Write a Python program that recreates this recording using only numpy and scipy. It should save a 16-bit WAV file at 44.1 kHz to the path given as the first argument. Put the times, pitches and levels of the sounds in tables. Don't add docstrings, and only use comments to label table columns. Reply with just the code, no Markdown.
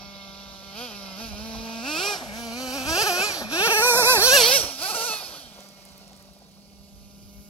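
import sys
import numpy as np
from scipy import signal
from scipy.fft import rfft, irfft
from scipy.io import wavfile
from scipy.ndimage import uniform_filter1d, map_coordinates

SR = 44100
rng = np.random.default_rng(int(sys.argv[2]) if len(sys.argv) > 2 else 0)


def wav_record(signal):
    frames = np.transpose(np.atleast_2d(signal))
    bounded = np.clip(frames, -1, 1)
    quanta = np.round(bounded * 32767).astype(np.int16)
    wavfile.write(sys.argv[1], SR, quanta)


N = 330309
TIME = np.arange(N) / SR
IDLE_HZ = 200

# (level/dB per octave of speed, level/dB at full throttle, loss/dB when coasting)
THUMP, PIPE = (5.43, 1.7, 14), (11.83, 7.43, 10)
PIPE_END, INTAKE = (8.9, 5.7, 12), (9.9, 7.28, 0.062)

# t/s, level of intake and casing at idle/dB, chassis clatter between landings/dB
PASSAGE = [(0, -45.5, -52.5), (.35, -46, -56.5), (.65, -46.5, -55), (.8, -42, -51), (1, -43, -49.5),
           (1.28, -43.5, -50), (1.6, -43, -45.5), (1.83, -42, -47), (2, -38.5, -36.5), (2.18, -43.5, -36),
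           (2.28, -43.5, -43.5), (2.48, -45.5, -47), (2.75, -40.5, -43), (3, -41.5, -37),
           (3.25, -43.5, -35.5), (3.4, -38, -36.5), (3.48, -44, -39.5), (3.7, -43, -32.5), (4, -40, -30.5),
           (4.18, -37.5, -31), (4.3, -37.5, -32.5), (4.42, -35, -29.5), (4.55, -39.5, -32),
           (4.66, -37.5, -35.5), (4.74, -41, -48), (4.9, -45, -38), (5.12, -47, -39), (5.25, -45.5, -46),
           (5.38, -47.5, -47.5), (5.5, -51.5, -59.5), (5.6, -49, -51), (5.7, -52.5, -58.5), (6, -53, -56),
           (6.2, -55, -59), (6.4, -58, -63), (6.8, -57.5, -68.5), (7.49, -55, -65.5)]
# t/s, starting level/dB, f/Hz
LANDINGS = [(2.222, -34, 253.4), (3.025, -32, 105.4), (3.197, -28, 209.7), (3.301, -41, 183.9),
            (3.418, -34, 237.8), (3.604, -28, 188), (3.671, -28, 185), (3.817, -37, 241.2),
            (3.991, -35, 180.6), (4.187, -29, 220), (4.276, -37, 198.1), (4.358, -46, 288.4),
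            (4.639, -30, 298.6), (4.955, -45, 214.2), (5.014, -46, 259.9), (5.098, -34.5, 217.8)]
# t/s, ring f/Hz, bright band f/Hz, its lift/dB,
# hollow from the ground echo f/Hz, its depth/dB
FACING_PARTS = [(0, 2550, 4000, -1, 3300, -0.5), (.25, 2550, 3600, 4, 3200, 1.5),
                (.5, 2550, 3750, 4, 3200, 2), (.65, 2550, 4200, 1.5, 3300, 1),
                (1.0, 2550, 5200, 6, 3320, 4), (1.6, 2550, 4850, 2, 3302, 1.5),
                (2.0, 2550, 4395, 0, 3273, 1), (2.3, 2310, 4200, -5, 3200, 7),
                (2.45, 2330, 4200, 2, 3270, 7), (2.62, 2425, 4280, 3, 3300, 8),
                (2.82, 2489, 4405, -3, 3350, 2), (2.95, 2694, 5903, 2, 3600, 4),
                (3.15, 2608, 5795, 3, 3706, 2), (3.35, 2391, 4600, 2.5, 3306, 0),
                (3.6, 2607, 5800, 1, 3708, -6), (3.9, 2476, 5754, 5, 3191, 7),
                (4.1, 2480, 5050, 3.5, 3030, 5), (4.22, 2508, 4400, 8, 2988, 6.5),
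                (4.35, 2753, 4464, 0.5, 3394, 0.5), (4.43, 2502, 4420, 8, 3296, 0),
                (4.5, 2505, 4750, 5, 2923, 0), (4.58, 2598, 5810, 6, 3295, -0.5),
                (4.75, 2550, 5505, 8, 3030, 1), (4.88, 2597, 4465, 3, 3220, 3),
                (5.0, 2700, 4647, 3, 3390, 4.5), (5.13, 2630, 4500, 3, 3300, 3),
                (5.25, 2583, 5003, 5, 3005, 3), (5.4, 2503, 4405, 3, 3004, -3),
                (5.7, 2550, 4792, 2.5, 3303, 5), (7.49, 2550, 4806, 4.5, 3288, 4.5)]


def gain_of(db):
    return 10 ** (np.asarray(db) / 20)


def evened(x):
    return x / np.sqrt(np.mean(x ** 2) + 1e-20)


def read(points, hz, axis=1):
    table = np.transpose(points)
    return np.interp(np.log(hz + 1), np.log(table[0] + 1), table[axis])


def curve(rows, t, axis=1):
    table = np.transpose(rows)
    return np.interp(t, table[0], table[axis])


def hump(t, s, half_s):
    return np.cos(np.pi / 2 * np.clip((t - s) / half_s, -1, 1)) ** 2


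def drift(shape, size):
    smoothed = uniform_filter1d(rng.standard_normal(shape), size)
    return evened(uniform_filter1d(smoothed, size))


def reshaped(x, factor):
    hz, t, z = signal.stft(x, SR, nperseg=512, noverlap=384)
    return signal.istft(z * factor(hz[:, None], t), SR, nperseg=512, noverlap=384)[1][..., :N]


def coloured(noise, spectrum):
    return irfft(rfft(noise) * gain_of(read(spectrum, np.fft.rfftfreq(N, 1 / SR))), N)


def field():
    # f/Hz, relative level per Hz/dB
    murmur_spectrum = [(100, -14), (150, 14), (300, 1.5), (450, 0), (800, -6.5), (1500, -41)]
    level_db = -58
    return gain_of(level_db) * evened(coloured(rng.standard_normal(N), murmur_spectrum))


def wind(lumps_db=4.5):
    # t/s, level/dB
    swell = [(0, -53), (.8, -55), (1.4, -44), (1.85, -55), (2.7, -47), (3.2, -51.5), (3.6, -52), (4.1, -59),
             (4.9, -62.5), (5.6, -65), (6.2, -58.5), (6.4, -61.5), (6.9, -53.5), (7.49, -53.5)]
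    # t/s, peak of the added level/dB, half length/s
    puffs = [(1.257, -71, 0.045), (1.583, -45, 0.064), (2.903, -34, 0.062), (4.207, -42, 0.056),
             (4.361, -43, 0.14), (4.644, -46, 0.11), (5.283, -53, 0.06), (5.442, -62, 0.059),
             (6.968, -51, 0.068), (7.26, -47, 0.073)]
    # f/Hz, relative level per Hz/dB
    rumble_spectrum = [(20, -32), (30, -19), (40, -13), (55, -2), (75, -6.5), (110, -12.5), (170, -17),
                       (300, -24), (500, -68)]
    shared = .4
    push = rng.standard_normal((3, N)) * gain_of(lumps_db * drift((3, N), size=2500))
    push = push[:2] + shared * push[2]
    gusts = sum(gain_of(db) * hump(TIME, s, half_s) for s, db, half_s in puffs)
    return evened(coloured(push, rumble_spectrum)) * (gain_of(curve(swell, TIME)) + gusts)


def sand(per_s=110):
    # t/s, level/dB
    patter = [(5.3, -70), (5.6, -51), (6.2, -52), (6.7, -59), (7.49, -66)]
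    t = np.arange(-12, 24) / SR
    tick = np.exp(-abs(t) / .00007) * np.cos(2 * np.pi * 10500 * t)
    sizes = gain_of(2.69 * np.minimum(rng.exponential(1, (2, N)), 3))
    falls = (rng.random((2, N)) < per_s / SR) * sizes
    both_ports = falls + .5 * falls[::-1]
    return signal.oaconvolve(both_ports, tick[None], "same") * gain_of(curve(patter, TIME))


def grit(cycles=0.34, skitter_db=-9):
    # t/s, peak level/dB, left minus right level/dB, f/Hz, skitter decay time/s (at least 1e-4 s)
    grains = [(5.6062, -32, -8, 7000, .0006), (5.6401, -43, -2, 9000, .0006), (5.6884, -37, -5, 7000, .001),
              (5.852, -37, -4, 9500, .0025), (5.8892, -42, -6, 6500, .002), (5.9197, -40, -6, 8500, .002),
              (5.9795, -36, -6, 10500, .001), (5.9977, -43, -5, 9000, .0006), (6.0791, -38, -7, 6000, .002),
              (6.132, -39, -6, 4500, .001), (6.1649, -37, -2, 7000, .001), (6.1754, -41, -3, 8000, .001),
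              (6.2257, -41, -5, 10000, .0015), (6.3344, -43, -3, 9990, .0008),
              (6.3894, -46, -5, 9500, .0006), (6.4882, -48, -3, 9500, .0006), (6.5164, -43, -4, 7510, .001)]
    out, t, after = np.zeros((2, N)), np.arange(-30, 60) / SR, np.arange(500) / SR
    chance = rng.standard_normal((len(grains), len(after)))
    for (s, db, pan_db, hz, skitter_s), jumps in zip(grains, chance):
        tick = np.exp(-abs(t) * hz / cycles) * np.cos(2 * np.pi * hz * t)
        skitter = gain_of(skitter_db) * jumps * np.exp(-after / max(skitter_s, 1e-4))
        grain = np.convolve((after == 0) + skitter, tick)
        pan = gain_of([[pan_db / 2], [-pan_db / 2]])
        sound = gain_of(db) * grain / abs(grain).max() * pan
        at = round((s + t[0]) * SR)
        out[:, at:at + sound.shape[1]] += sound
    return out


def thuds(rows, t60, rise_s):
    out, t = np.zeros(N), np.arange(4000) / SR
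    for s, db, hz in rows:
        thud = gain_of(db - 60 * t / t60) * np.sin(2 * np.pi * hz * t) * np.minimum(t / rise_s, 1)
        out[round(s * SR):round(s * SR) + len(t)] += thud
    return out


def stones():
    # t/s, starting level/dB, f/Hz
    drops = [(5.588, -35, 540), (6.016, -46, 720.4), (6.118, -43, 751), (6.286, -45, 649),
             (6.366, -42, 650), (6.42, -43, 701)]
    return thuds(drops, t60=0.022, rise_s=0.0009)


def landings():
    return thuds(LANDINGS, t60=0.068, rise_s=0.002)


def chassis():
    # f/Hz, relative level per Hz/dB
    clatter_spectrum = [(60, -49), (150, 0.5), (250, -6), (400, -5), (650, 6.5), (1000, -3), (1500, -4),
                        (1900, -1), (2600, -57)]
    bumps_db, knock_db = 1.8, 2.5
    kick_db, kick_s = 3.5, 0.018
    lumps = gain_of(bumps_db * drift(N, size=700)) * rng.standard_normal(N)

    def colour(hz, t):
        knocks = evened(uniform_filter1d(drift((len(hz), len(t)), size=5), size=3, axis=0))
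        return gain_of(read(clatter_spectrum, hz) + knock_db * knocks)

    kicks = sum(hump(TIME, row[0], kick_s) for row in LANDINGS)
    level_db = curve(PASSAGE, TIME, axis=2) + kick_db * kicks
    return evened(reshaped(lumps, colour)) * gain_of(level_db)


def whistle(waver_hz=39.0):
    # t/s, mean f/Hz, level/dB
    tone = [(1.15, 10630, -85), (1.22, 10860, -60), (1.5, 10800, -59), (1.8, 11090, -64),
            (1.95, 11200, -85), (2.3, 10600, -83), (2.42, 10990, -54), (2.6, 11290, -70),
            (2.85, 11320, -53), (2.95, 11650, -85)]
    turns = np.cumsum(curve(tone, TIME) + waver_hz * drift(N, size=300)) / SR
    return np.sqrt(2) * gain_of(curve(tone, TIME, axis=2)) * np.sin(2 * np.pi * turns)


def speed_at(t):
    # t/s, f/Hz
    speeds = [(0.0, 199.1), (0.356, 195.1), (0.378, 198), (0.608, 193.3), (0.65, 196.8), (0.738, 195.8),
              (0.82, 249.8), (0.857, 246.8), (0.917, 204.9), (1.104, 191.3), (1.162, 188.4), (1.215, 230),
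              (1.272, 224), (1.33, 200), (1.454, 223), (1.816, 228.1), (1.889, 295.1), (1.968, 320.6),
              (2.041, 398.8), (2.097, 418.7), (2.152, 391.3), (2.219, 259.8), (2.306, 196), (2.36, 226),
              (2.392, 235.6), (2.452, 233.3), (2.508, 224.2), (2.576, 249.5), (2.62, 258.9), (2.7, 254.7),
              (2.85, 260.1), (2.878, 309.4), (2.946, 335), (3.022, 456.3), (3.077, 431.7), (3.105, 355.4),
              (3.139, 351.2), (3.204, 367), (3.245, 422.8), (3.285, 418.6), (3.362, 335), (3.45, 203.8),
              (3.498, 227.6), (3.534, 322.4), (3.555, 328.4), (3.6, 379.2), (3.666, 481.5), (3.776, 439.5),
              (3.804, 426.3), (3.826, 472.7), (3.876, 501.5), (3.93, 467.7), (3.954, 468), (3.978, 512),
              (4.01, 490.6), (4.04, 428), (4.072, 499.3), (4.1, 512), (4.126, 510.3), (4.166, 428.8),
              (4.19, 361.3), (4.206, 388), (4.246, 485.3), (4.276, 517), (4.302, 497.5), (4.348, 570.6),
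              (4.362, 568.6), (4.382, 505.4), (4.404, 490), (4.436, 436), (4.478, 493), (4.51, 507),
              (4.55, 568.6), (4.572, 527.4), (4.588, 466), (4.612, 436), (4.66, 287), (4.764, 257.8),
              (4.797, 282.8), (4.839, 373.7), (4.876, 388), (4.903, 439.6), (4.961, 473), (4.99, 445),
              (5.016, 462), (5.034, 457), (5.064, 494), (5.1, 432), (5.134, 434), (5.196, 417.2),
              (5.281, 338), (5.401, 283.7), (5.461, 233.8), (5.535, 197.9), (5.68, 198.6), (5.966, 194),
              (6.04, 198.6), (6.136, 193.9), (6.468, 199.2), (6.506, 195), (6.54, 198.3), (7.38, 200.4),
              (7.49, 202.4)]
    # t/s, change of f/Hz, half length/s
    jolts = [(2.759, 26.5, 0.037), (3.049, -80, 0.026), (3.693, -95, 0.025), (3.749, -45, 0.024),
             (4.931, -96, 0.024)]
    return curve(speeds, t) + sum(hz * hump(t, s, half_s) for s, hz, half_s in jolts)


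def trigger(t):
    # pulled t/s, let go t/s, opening 0-1
    pulls = [(0.735, 0.843, 0.3), (1.168, 1.238, 0.35), (1.35, 1.812, 0.01), (1.83, 2.125, 0.39),
             (2.31, 2.837, 0.38), (2.847, 3.244, 0.97), (3.479, 4.563, 0.96), (4.77, 5.131, 0.99)]
    open_s, shut_s, overrun_oct = 0.05, 0.061, 0.51
    held = [np.clip(np.minimum((t - on) / open_s, 1 - (t - off) / shut_s), 0, 1) for on, off, _ in pulls]
    opening = sum(h * row[2] for h, row in zip(held, pulls))
    fast = np.clip(np.log2(speed_at(t) / IDLE_HZ) / overrun_oct, 0, 1)
    return opening, fast * np.clip(1 - sum(held), 0, 1)


def loudness(t, voice, aspect_db=0):
    rev_db, open_db, coast_db = voice
    opening, coast = trigger(t)
    answer_db = rev_db * np.log2(speed_at(t) / IDLE_HZ) + open_db * opening - coast_db * coast
    return gain_of(curve(PASSAGE, t) + aspect_db + answer_db)


def lock(t):
    # speed f/Hz, share of power in overtones unless coasting
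    locked_share = [(200, .4), (225, .58), (255, .74), (300, .86), (430, .86), (510, .84)]
    coast_loss = .18
    return read(locked_share, speed_at(t)) * np.clip(1 - coast_loss * trigger(t)[1], 0, 1)


def shaft():
    speed = speed_at(TIME)
    above_idle = np.clip((speed - 205) / 20, 0, 1)
    unevenness = .0026 + .0012 * above_idle + .0025 * trigger(TIME)[0] ** 2
    hz = uniform_filter1d(speed, size=300)
    return np.cumsum(hz * (1 + unevenness * drift(N, size=300))) / SR


def gas(turns, steady=1.0, puff=0.15):
    # f/Hz, relative level per Hz/dB
    hiss_spectrum = [(1200, -23), (1900, -16.5), (2200, 0), (2600, 0.5), (3300, 2.5), (4200, 3),
                     (4550, 2.5), (4900, 4.5), (5300, 3.5), (5750, 3.5), (7000, -4.5), (9000, -11.5),
                     (11500, -4.5), (13000, -10), (16000, -16.5)]
    # t/s, level/dB
    treble = [(0, -9), (1, -4), (1.8, -4), (2.5, -2), (3.3, 0), (4, 4), (4.5, 1), (5.2, 0), (6, -0.5),
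              (6.7, 1.5), (7.49, 8.5)]
    patchy_db, flicker_db = 1.5, .6
    puffs = (steady + np.exp(-(turns % 1) / puff)) * rng.standard_normal((2, N))

    def colour(hz, t):
        patches = evened(uniform_filter1d(drift((len(hz), len(t)), size=28), size=3, axis=0))
        top_db = curve(treble, t) * np.clip((hz - 5000) / 3000, 0, 1)
        moving_db = patchy_db * patches + flicker_db * drift(len(t), size=4)
        return gain_of(read(hiss_spectrum, hz) + top_db + moving_db)

    def unlocked(hz, t):
        return np.sqrt(1 - lock(t) * (hz > 2100) * np.clip((9000 - hz) / 2500, 0, 1))

    hiss = reshaped(puffs, colour)
    hiss = hiss / np.sqrt(uniform_filter1d((hiss ** 2).mean(0), size=8000))
    return reshaped(hiss, unlocked) * loudness(TIME, INTAKE)


def firings(turns, rasp_db=-4.5):
    # f/Hz, relative level an overtone/dB
    bark_body = [(250, -44), (400, 2), (600, 5.5), (800, 6), (1050, -3), (1400, 1.5), (1750, 1.5),
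                 (2050, -15.5), (2300, -34)]
    # f/Hz, relative level an overtone/dB
    rasp_body = [(2600, -77), (3050, 3.5), (3650, 0.5), (4350, 7.5), (4700, 3), (5000, 3.5), (5350, -0.5),
                 (5750, 5.5), (6500, -7), (7500, -7.5), (9500, -15)]
    # f/Hz, relative level an overtone/dB
    ring_body = [(1800, -59), (2150, 2.5), (2550, 14), (2900, -4), (3300, -30)]
    # thump/dB, bark/dB, ring/dB
    aspect = [(0, -0.5, -21, -2.5, -4.5, -8.5), (.6, 0, 0, -5, -3, -19), (.83, 1, -29, -4, -5, -11),
              (1.1, -2.5, -8, -0.5, -4.5, -9.5), (1.3, -0.5, 6, 2.5, -5.5, -6.5),
              (1.6, -2, 4, 3, -1.5, -9.5), (1.85, 3, 2, 4.5, -2, -1.5), (2.0, 6.5, 1.5, -3, -10, -4),
              (2.3, 1.5, 2, 2, -2.5, -4.5), (2.5, -3, 1, 6.5, -2, -4), (2.7, -3, 8, 2, -3, -9),
              (3.0, 6, 0, 2, -4.5, -3.5), (3.14, -3, 2, 1.5, -5, -6), (3.25, 9.5, 2, 1, -5.5, 0),
              (3.31, 11, 4, 1, -3, 9), (3.38, 2, -6, 6, -11, -4), (3.6, 6.5, -3, 6, -1, 2.5),
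              (3.78, 1, 8, 5.5, -3.5, 1.5), (3.9, -8.5, 6, 7, -5.5, -2), (4.15, -7.5, -1, 2, -7.5, -1.5),
              (4.24, 11.5, -6, 1.5, -7, -12), (4.35, 6, 2, 5, -11, -4), (4.45, -7, -1, 0, -19.5, -14.5),
              (4.55, 12, 9.5, 3, -14.5, -10), (4.74, 5, 1, 0.5, -9, -18), (4.9, 0, 5, -13, -9.5, -8),
              (4.97, 1, 12, -2, -10.5, -12.5), (5.07, -1, 12, -2, -12, -11.5), (5.2, 1, -3, -8, -7, 2.5),
              (5.4, 9.5, -7, 2, -7, -14), (5.6, -1, -9, -5.5, -6.5, -16), (6.5, -7, -5, 1.5, -6, -28),
              (7.49, -7.5, 22, 5, -7, -11.5)]
    idle_tone_db = [-4, 1, -5, 3.5, 3.7, 1.7, -2.5, -2.5, -10, 18]
    # t/s, overtones over which the step is lost
    in_step = [(0, 6), (3.7, 5), (4.0, 3.5), (4.3, 2), (7.49, 2)]
    # speed f/Hz, pulse phase/rad,
    # sweep/rad per overtone squared
    sweep = [(200, 1.2, .25), (225, -.1, .4), (260, -.8, .45), (340, -.6, .08), (480, .4, 0)]
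    drift_db, rough_db = 1.2, 2.2
    comb_db, flutter_db = 2.0, 2.4
    smear = .08
    hop = 128

    t = np.arange(N // hop + 2) * hop / SR
    order = np.arange(2, 46)[:, None]
    speed = speed_at(t)
    hz = order * speed
    settled = np.clip((210 - np.maximum(speed, uniform_filter1d(speed, size=70))) / 6, 0, 1)
    favoured_db = np.pad(idle_tone_db, (0, len(order) - len(idle_tone_db)))[:, None]
    stands_out = gain_of(favoured_db * settled)

    bark = loudness(t, PIPE, curve(aspect, t, axis=4))
    ring = loudness(t, PIPE_END, curve(aspect, t, axis=5))
    rasp = loudness(t, INTAKE, rasp_db) * np.sqrt(lock(t))
    ring_shift = 2550 / curve(FACING_PARTS, t)
    voices = [(bark, bark_body, curve(aspect, t), 1),
              (ring, ring_body, 0, ring_shift),
              (rasp, rasp_body, curve(aspect, t, axis=2), 1)]
    size = 0
    for level, body, tilt_db, shift in voices:
        shape = gain_of(read(body, hz * shift) + tilt_db * np.log2(hz / 1000)) * stands_out * (hz < 9500)
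        size = size + level * shape / np.linalg.norm(shape, axis=0)

    comb = drift((50, len(t)), size=70)
    comb = evened(map_coordinates(comb, [hz / 200, np.arange(len(t)) + 0 * hz], order=1, mode="nearest"))
    high_db = comb_db * comb + flutter_db * drift(hz.shape, size=6)
    rough = trigger(t)[0] * drift(hz.shape, size=4)
    low_db = drift_db * drift(hz.shape, size=25) + rough_db * rough
    size = size * gain_of(np.where(hz < 2000, low_db, high_db))
    size = np.vstack([loudness(t, THUMP, curve(aspect, t, axis=3)), size])

    count = np.arange(len(size))[:, None]
    slip = smear * np.sqrt(count) * drift(size.shape, size=40)
    lost_step = np.clip((count - 4) / curve(in_step, t), 0, 1)
    slip = slip + lost_step * rng.uniform(-np.pi, np.pi, count.shape)
    low = np.minimum(count + 1, 8)
    slip = slip + read(sweep, speed) - read(sweep, speed, axis=2) * low * (low - 6)

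    out = np.zeros(N)
    for k in range(len(size)):
        cycle = np.cos(2 * np.pi * (k + 1) * turns + np.interp(TIME, t, slip[k]))
        out += np.interp(TIME, t, size[k]) * cycle
    return np.sqrt(2) * out


def facing(hz, t):
    # t/s, well below it/dB, just below it/dB, above it/dB
    flanks = [(0, -0.5, -2, -3), (.8, 1.5, -2, 0.5), (1.2, 5, 3, 2.5), (1.7, -9, -4, 0.5), (2.05, 9, -5, 1),
              (2.3, -4, 5, 6), (2.6, 3.5, -2, 8), (2.85, -1, -3, 4.5), (3.0, -1.5, 4, 2),
              (3.18, 8.5, 2, 4.5), (3.26, -1, -4, 3), (3.315, 9, 8, 5), (3.4, 2, -8, -4),
              (3.6, -4.5, 1.5, 2.5), (3.8, -2.5, 4, 0.5), (4.0, 0.5, -0.5, -22), (4.2, -8, 2.5, -3),
              (4.28, -9, -8, 0), (4.35, -7, 6.5, -6), (4.42, -3, 12, 5), (4.5, 4, 9, 3), (4.58, 0, 1, 2),
              (4.7, 10, -2, 0.5), (4.85, 0, -4, -3), (5.0, 6.5, -11, -0.5), (5.13, 5, 0, -1),
              (5.25, 3, -2, -3), (5.6, 0, -1, 1.5), (6.2, -2.5, -5, 0), (7.49, 2, -7, 3)]
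    flank_hz, flank_oct = [1340, 1750, 2990], 0.1
    bright_oct, hollow_oct = 0.071, 0.083
    next_hollow, next_share = 1.53, 0.41

    def bell(centre_hz, width):
        return np.exp(-.5 * (np.log2((hz + 1) / centre_hz) / width) ** 2)

    lift_db = curve(FACING_PARTS, t, axis=3) * bell(curve(FACING_PARTS, t, axis=2), bright_oct)
    for k, centre_hz in enumerate(flank_hz):
        lift_db = lift_db + curve(flanks, t, axis=k + 1) * bell(centre_hz, flank_oct)
    hollow_hz = curve(FACING_PARTS, t, axis=4)
    hollows = bell(hollow_hz, hollow_oct) + next_share * bell(next_hollow * hollow_hz, hollow_oct / 2)
    return gain_of(lift_db - curve(FACING_PARTS, t, axis=5) * hollows)


def engine():
    turns = shaft()
    hiss = gas(turns)
    return reshaped(np.array([firings(turns) + hiss[0], hiss[1]]), facing)


def ports(direct, scattered):
    # t/s, head start of the left port/microseconds before the share below
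    bearing = [(0.0, 76), (1.08, 86), (1.7, 59), (2.22, 24), (2.51, -13), (3.47, -29.5), (3.85, -97),
               (4.17, -112), (4.47, 55), (4.62, 107), (5.36, 91), (5.64, 139), (6.55, 123), (7.17, 79),
               (7.5, 66)]
    # f/Hz, left minus right level/dB, left phase lead/rad, share of the bearing delay, likeness 0-1
    port_response = [(91.5, -1.5, 0, 1, 0.74), (200, 0.5, -1.5, 0.58, 0.97), (373, 1, 0.9, 0.98, 0.94),
                     (570, 2.5, 0.02, 0, 0.95), (840, -3.5, 0.5, 0.56, 0.3), (1444, 1, 0.82, 0.41, 0.23),
                     (2123, 1.5, 4, 0.77, 0.43), (2047, -3, 3.5, 0.6, 1), (2604, -1, 5.5, 0.88, 0.61),
                     (3600, -3.5, 5.5, 0.91, 0.38), (5200, -11, 5.5, 0.75, 0.58), (6000, -10, 7, 1, 0.49),
                     (8740, -0.5, 5.5, 0.95, 1), (10800, -8, 6.5, 0.94, 0.28), (15400, 3.5, 7, 1, 1)]

    def pair(hz, t):
        delay_s = curve(bearing, t) * 1e-6 * read(port_response, hz, axis=3)
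        lead = read(port_response, hz, axis=2) + 2 * np.pi * hz * delay_s
        left = gain_of(read(port_response, hz)) * np.exp(1j * lead)
        return np.array([left, np.ones_like(left)]) * np.sqrt(2 / (1 + abs(left) ** 2))

    def unlike(hz, t):
        same = np.clip(read(port_response, hz, axis=4), 0, 1)
        return np.sqrt((1 - same) / (1 + same))

    apart = reshaped(scattered, unlike)
    return reshaped(np.array([direct + apart, direct - apart]), pair)


def scene():
    direct, scattered = engine()
    through_ports = direct + chassis() + landings() + stones() + whistle() + field()
    return ports(through_ports, scattered) + grit() + sand() + wind()


def record(dry):
    ceiling, edge_hz = .93, 15850
    rounded = dry / (1 + (abs(dry) / ceiling) ** 4) ** .25
    low_pass = signal.firwin(511, edge_hz, window=("kaiser", 9), fs=SR)
    return signal.oaconvolve(rounded, low_pass[None], "same")


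dry = scene()
out = record(dry)
wav_record(out)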